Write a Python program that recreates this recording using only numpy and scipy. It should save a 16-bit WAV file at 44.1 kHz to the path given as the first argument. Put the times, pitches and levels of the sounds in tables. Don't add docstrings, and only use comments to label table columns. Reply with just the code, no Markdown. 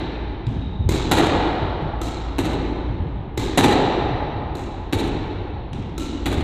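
import sys
import numpy as np
from scipy import signal
from scipy.fft import rfft, irfft
from scipy.io import wavfile
from scipy.ndimage import uniform_filter1d

SR = 44100
rng = np.random.default_rng(int(sys.argv[2]) if len(sys.argv) > 2 else 0)


def put_to_file(sound):
    columns = np.atleast_2d(sound).T
    safe = np.clip(columns, -1, 1)
    whole_steps = np.round(safe * 32767)
    wavfile.write(sys.argv[1], SR, whole_steps.astype(np.int16))


N = 283563
RING_SAMPLES = 3 * SR

# start in seconds (negative: before the scene opens), boom peak in dB,
# boom lag in seconds, straight path in dB and early arrivals in dB (these two add up),
# then the blow's base level, thump, smack and crack in dB.
FRONT_WALL_HITS = [(-0.42, -20, .005, -8, 34, -16.5, 1, -3.5, 11),
                   (1.1134, -9.5, 0.009, -5, 34, -14.5, -1, 3.5, 11),
                   (2.3835, -8, 0.0028, -8, 35.5, -20, 2, -2.5, 6),
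                   (3.575, -5.5, .012, -7, 37, -13, -.5, 2.5, 10),
                   (4.9257, -13, 0.0021, -9.5, 37, -19, -1, -3, 5),
                   (6.258, -21.5, .005, -7.5, 37.5, -20.5, 0, -3, 5.5)]


def racquets():
    # start in seconds, pock peak before its path levels in dB, string ping peak in dB,
    # string sustain at its onset in dB, the blow's base level, thump, smack and crack in dB,
    # string pitch in Hz, full string ring in dB.
    strokes = [(0.890, -13, -32, -49, -23.5, 3, 1.5, 2, 2120, -1),
               (2.015, -20.5, -33, -47.5, -32, 4, 0, 4, 1310, 7.5),
               (3.375, -17, -33, -49, -25, 4, 1.5, 0.5, 2044, -2.5),
               (4.552, -24, -42, -54, -36.5, 9, -2, 0.5, 1305, 7.5),
               (5.979, -31, -42.5, -50, -36, 11, -1, 8.5, 1345, 15.5)]
    # frequency in Hz, relative level in dB.
    colour = [(60, -3), (170, -5), (335, 2), (520, -11), (700, -16.5), (860, -11), (1030, -14.5),
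              (1450, -21.5), (2130, -18), (3000, -21.5), (3950, -16.5), (4850, -28.5), (7350, -21.5),
              (10000, -33.5), (12300, -28.5), (14800, -32.5)]
    # delay in seconds, relative level in dB, smear in seconds.
    mid_paths = [(0, -6, 0.002), (.002, -2, 0.004), (0.017, -9.5, 0.0033), (0.03, -20, 0.0046),
                 (.044, -16.5, .006), (.055, -9, 0.018)]
    # delay in seconds, level in dB.
    pock_paths = [(0.002, -7), (0.021, -9), (0.048, -7)]
    pock_hz, pock_peak_s, ping_peak_s = 338, 0.0031, 0.003
    sustain_t60_s, waver, waver_hz = 1.7, 0.55, 16

    out, t = np.zeros(N), np.arange(SR) / SR
    pock = swing(t, pock_peak_s) * np.sin(2 * np.pi * pock_hz * t)
    for s, pock_db, ping_db, sustain_db, *strike, string_hz, string_db in strokes:
        event = (s, *strike, string_hz, string_db)
        out += ball([event], colour, mid_paths, early_db=28.5, body_db=2, fill_s=0.015)
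        ping = swing(t, ping_peak_s) * np.sin(2 * np.pi * string_hz * t)
        decay = np.exp(-np.log(1000) * t / sustain_t60_s)
        sustain = wavering(string_hz, waver, waver_hz)[:SR] * decay
        add(out, s, undb(ping_db) * ping + undb(sustain_db) * sustain)
        for delay, db in pock_paths:
            add(out, s + delay, undb(pock_db + db) * pock)
    return out


def wall_hits():
    # frequency in Hz, relative level in dB.
    colour = [(40, -29), (100, -0.5), (210, 0), (310, 6.5), (560, -7), (800, -7.5), (1080, -14.5),
              (1270, -17), (1920, -19.5), (3190, -25), (4050, -25), (5000, -41), (7200, -33.5),
              (10000, -40.5), (12000, -38), (14800, -44)]
    # delay in seconds, relative level in dB, smear in seconds.
    front_paths = [(.0052, -6.5, 0.0041), (.0066, -11.5, 0.001), (0.0128, -10, 0.0046),
                   (0.021, -13.5, 0.0063), (0.058, -14.5, 0.0067), (.066, -10.5, 0.006),
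                   (.073, -14.5, .006), (.082, -18, 0.0049), (.108, -20, .012), (0.127, -20.5, 0.01),
                   (.143, -16, 0.0067)]
    straight_smear_s = 0.0063
    shake_lag_s, shake_db, shake_hz = 0.018, -20, 95

    out = wall_boom()
    for s, _, _, straight_db, early_db, *strike in FRONT_WALL_HITS:
        paths = [(0, straight_db, straight_smear_s), *front_paths]
        out += ball([(s, *strike)], colour, paths, early_db, body_db=-7, fill_s=0.062)
        add(out, s + shake_lag_s, undb(shake_db) * boards(shake_hz))
    return out


def wall_boom(low_hz=272, high_hz=350, high_db=-3, peak_s=0.0062):
    out, t = np.zeros(N), np.arange(SR // 8) / SR
    low_mode = np.sin(2 * np.pi * low_hz * t)
    high_mode = undb(high_db) * np.sin(2 * np.pi * high_hz * t)
    boom = swing(t, peak_s) * (low_mode - high_mode)
    for s, db, lag_s, *_ in FRONT_WALL_HITS:
        add(out, s + lag_s, undb(db) * boom / abs(boom).max())
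    return out


def bounces():
    # start in seconds, board swing peak in dB, board pitch in Hz,
    # then the blow's base level, thump, smack and crack in dB.
    floor_hits = [(0.463, -16.5, 114, -32, 13.5, -6.5, 0), (1.817, -19.5, 150, -32, -19, -10, -15.5),
                  (5.727, -23.5, 122.5, -36, 12.5, 3.5, 7)]
    # frequency in Hz, relative level in dB.
    colour = [(50, -28.5), (115, 2.5), (220, -10), (600, -26.5), (1500, -33), (3100, -30), (3750, -30),
              (4600, -42.5), (7500, -45), (14000, -64.5)]
    # delay in seconds, relative level in dB, smear in seconds.
    floor_paths = [(0.0044, 0.0049, 0.0037)]

    out = np.zeros(N)
    for s, board_db, board_hz, *strike in floor_hits:
        out += ball([(s, *strike)], colour, floor_paths, early_db=31.0, body_db=-8, fill_s=0.01)
        add(out, s, undb(board_db) * boards(board_hz))
    return out


def ball(events, colour, paths, early_db, body_db, fill_s):
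    out = np.zeros(N)
    for s, *strike in events:
        response = court(paths, early_db, body_db, fill_s)
        add(out, s, signal.fftconvolve(blow(colour, *strike), response))
    return out


def blow(colour, level_db, thump_db, smack_db, crack_db, string_hz=1000, string_db=0, size=8192):
    # frequency in Hz, width in Hz, gain in dB.
    ball_modes = [(851, 131, 5), (3900, 310, 4.5)]
    # multiple of the string pitch, share of the ring's dB.
    string_modes = [(1, 1), (1.58, 0.2), (2.12, 0.77)]
    string_width_hz, ripple_db = 110, 1.8

    hz = np.fft.rfftfreq(size, 1 / SR)
    db = on_log(hz, colour)
    db = db - 10 * np.log10(np.mean(undb(db) ** 2)) + level_db
    db = db + thump_db * bump(hz, 292, 0.5)
    db = db + smack_db * bump(hz, 830, 0.96)
    db = db + crack_db * bump(hz, 7600, 1.324)
    strings = [(multiple * string_hz, string_width_hz, share * string_db) for multiple, share in string_modes]
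    for centre, width, gain_db in ball_modes + strings:
        db = db + gain_db / (1 + (2 * (hz - centre) / width) ** 2)
    overtones = unit(uniform_filter1d(rng.standard_normal(len(hz)), size=16))
    return causal(db + ripple_db * overtones * np.minimum(hz / 1500, 1))


def court(paths, early_db, body_db, fill_s, split_hz=900, air_hz=15000, dulling_s=0.14):
    grain_db = 5
    blur_share, shift_share = 0.05, 0.04

    response = diffuse(fill_s=fill_s, thin_db=-1.5)
    t = np.arange(SR // 20) / SR
    push = butter(signal.unit_impulse(len(t)), split_hz, "low")
    for delay, db, smear in paths:
        scatter = rng.standard_normal(len(t)) * undb(grain_db * rng.standard_normal(len(t)))
        scatter = scatter * np.exp(-t / smear)
        scatter = scatter * np.minimum((t + 1 / SR) / (blur_share * abs(delay) + 1 / SR), 1)
        scatter = butter(scatter / np.linalg.norm(scatter), split_hz, "high")
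        scatter = butter(scatter, min(air_hz / (1 + delay / dulling_s), .45 * SR), "low", order=1)
        arrival = delay * (1 + shift_share * rng.uniform(-1, 1))
        add(response, max(arrival, 0), undb(early_db + db) * (scatter + undb(body_db) * push))
    return response


def diffuse(build_s=0.021, fill_s=0.01, thin_db=-6, edge_s=0.0039):
    # frequency in Hz, time to fall by 60 dB in seconds.
    court_t60 = [(90, 5.1), (200, 1.9), (400, 2.74), (950, 3.62), (2000, 2.72), (3900, 2.05), (6500, 0.9),
                 (9500, 0.47), (14000, 0.17)]
    bunch_db, bunch_hz, bunch_fade_s = 2.3, 160, 0.4

    t = np.arange(RING_SAMPLES) / SR
    unevenness = unit(butter(rng.standard_normal(RING_SAMPLES), bunch_hz, "low"))
    gain = undb(bunch_db * np.exp(-t / bunch_fade_s) * unevenness)
    bunches = gain / np.sqrt(uniform_filter1d(gain ** 2, size=SR // 25))
    hz = np.fft.rfftfreq(RING_SAMPLES, 1 / SR)
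    noise = rfft(bunches * rng.standard_normal(RING_SAMPLES))
    place = on_log(hz, [(f, k) for k, (f, _) in enumerate(court_t60)])
    tail = np.zeros(RING_SAMPLES)
    for k, (_, t60) in enumerate(court_t60):
        band = irfft(noise * np.maximum(1 - abs(place - k), 0), RING_SAMPLES)
        tail += band * np.exp(-np.log(1000) * t / t60)
    unfilled = .5 - .5 * np.tanh((t - fill_s) / edge_s)
    return tail * (1 - np.exp(-t / build_s)) * undb(thin_db * unfilled)


def thuds_and_knocks():
    # start in seconds, swing peak in dB, board pitch in Hz.
    floor_thuds = [(0.561, -19, 97.4), (0.669, -20.5, 83.4), (0.792, -13.5, 82), (0.856, -12.5, 91),
                   (1.618, -18, 96), (2.891, -20, 113), (2.999, -15.5, 85.5), (3.052, -17, 88.6),
                   (3.38, -20, 107), (4.109, -21, 128.4), (4.352, -19.5, 103.6), (5.139, -23.5, 155),
                   (5.352, -21.5, 96.6), (5.781, -26, 121.4), (6.37, -14.5, 74.5)]
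    # start in seconds, swing peak in dB, pitch in Hz.
    hollow_knocks = [(5.783, -24, 200), (6.004, -22, 275), (6.148, -22, 282)]
    stride_s, stride_scatter = 0.4, 0.25
    light_db, light_scatter_db = -32, 3
    board_hz, board_scatter_octaves = 114.8, 0.27

    out = np.zeros(N)
    for s, db, hz in floor_thuds:
        add(out, s, undb(db) * boards(hz))
    for s, db, hz in hollow_knocks:
        add(out, s, undb(db) * boards(hz, decay_s=0.011, room_db=-14))
    for k, (late, force, spot) in enumerate(rng.standard_normal(size=(16, 3))):
        light_step = boards(board_hz * 2 ** (board_scatter_octaves * spot))
        level_db = light_db + light_scatter_db * force
        add(out, (k + stride_scatter * late) * stride_s, undb(level_db) * light_step)
    return out


def boards(hz, rise_s=0.0066, decay_s=0.034, room_db=-13, room_s=0.31):
    t = np.arange(SR) / SR
    rise = 1 - np.exp(-(t / rise_s) ** 2)
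    swell = rise * np.exp(-t / decay_s)
    rumble = butter(rng.standard_normal(SR), 0.89 * hz, "low")
    rumble = unit(butter(rumble, 1.0 * hz, "high"))
    tone = swell / swell.max() * np.sin(2 * np.pi * hz * t)
    return tone + undb(room_db) * rise * np.exp(-t / room_s) * rumble


def squeaks(waver=0.024, waver_hz=200):
    # start in seconds, length in seconds, pitch in Hz, level in dB.
    slips = [(0.524, .12, 3780, -47.5), (0.631, .12, 3790, -54.5)]

    out = np.zeros(N)
    for s, length, hz, db in slips:
        count = int(length * SR)
        rate = hz * (1 + waver * unit(butter(rng.standard_normal(SR), waver_hz, "low"))[:count])
        slip = np.sin(2 * np.pi * np.cumsum(rate) / SR) * np.hanning(count)
        add(out, s, undb(db) * signal.fftconvolve(slip / np.linalg.norm(slip), diffuse()))
    return out


def hum():
    # frequency in Hz, relative level in dB.
    deep_tones = [(55.4, 8.5), (58.9, -3.5)]
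    # time in seconds, level in dB.
    hum_level = [(0, -31), (0.68, -31.5), (0.85, -28), (1.899, -32), (2.951, -27.5), (3.25, -41),
                 (4.0, -33), (5.8, -45.5), (6.43, -26)]

    tones = sum(undb(db) * wavering(hz, waver=0.14, waver_hz=1.8) for hz, db in deep_tones)
    level_db = np.interp(np.arange(N) / SR, *np.transpose(hum_level))
    return undb(level_db) * unit(tones)


def ventilation():
    # frequency in Hz, relative spectral level in dB.
    air_colour = [(20, -8), (38, 1.5), (70, 1), (110, -15.5), (200, -11.5), (340, -15.5), (520, -27),
                  (850, -19.5), (1500, -36.5), (3800, -41.5), (6000, -105.5), (12000, -92)]
    # frequency in Hz, level in dB.
    fan_tones = [(87, -39)]
    air_db = -33

    gain = undb(on_log(np.fft.rfftfreq(N, 1 / SR), air_colour))
    air = irfft(rfft(rng.standard_normal(N)) * gain, N)
    fan = sum(undb(db) * wavering(hz, waver=0.18, waver_hz=2.1) for hz, db in fan_tones)
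    return undb(air_db) * unit(butter(air, 9.6, "high")) + fan


def wavering(hz, waver, waver_hz):
    turn = 2 * np.pi * hz * np.arange(N) / SR
    a, b = (waver * unit(butter(rng.standard_normal(N), waver_hz, "low")) for _ in range(2))
    return unit((1 + a) * np.sin(turn) + b * np.cos(turn))


def swing(t, peak_s):
    return t / peak_s * np.exp(1 - t / peak_s)


def causal(db, size=8192):
    cepstrum = irfft(np.log(undb(db)))
    cepstrum[1:size // 2] *= 2
    cepstrum[size // 2 + 1:] = 0
    return irfft(np.exp(rfft(cepstrum)))[:size // 2]


def bump(hz, centre_hz, octaves):
    return np.exp(-.5 * (np.log2((hz + 1e-9) / centre_hz) / octaves) ** 2)


def on_log(hz, points):
    f, value = np.transpose(points)
    return np.interp(np.log(hz + 1e-9), np.log(f), value)


def butter(x, hz, kind, order=2):
    return signal.sosfilt(signal.butter(order, hz, kind, fs=SR, output="sos"), x)


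def undb(db):
    return 10 ** (np.asarray(db) / 20)


def unit(x):
    return x / np.sqrt(np.mean(x ** 2))


def add(out, s, x):
    start = int(round(s * SR))
    x, start = x[max(-start, 0):], max(start, 0)
    out[start:start + len(x)] += x[:N - start]


def scene():
    rally = racquets() + wall_hits() + bounces()
    return (rally + thuds_and_knocks() + squeaks() + hum() + ventilation())[None]


def record(dry):
    top_cut = signal.ellip(8, .2, 70, 14900, fs=SR, output="sos")
    return signal.sosfilt(top_cut, np.tanh(dry))


dry = scene()
out = record(dry)
put_to_file(out)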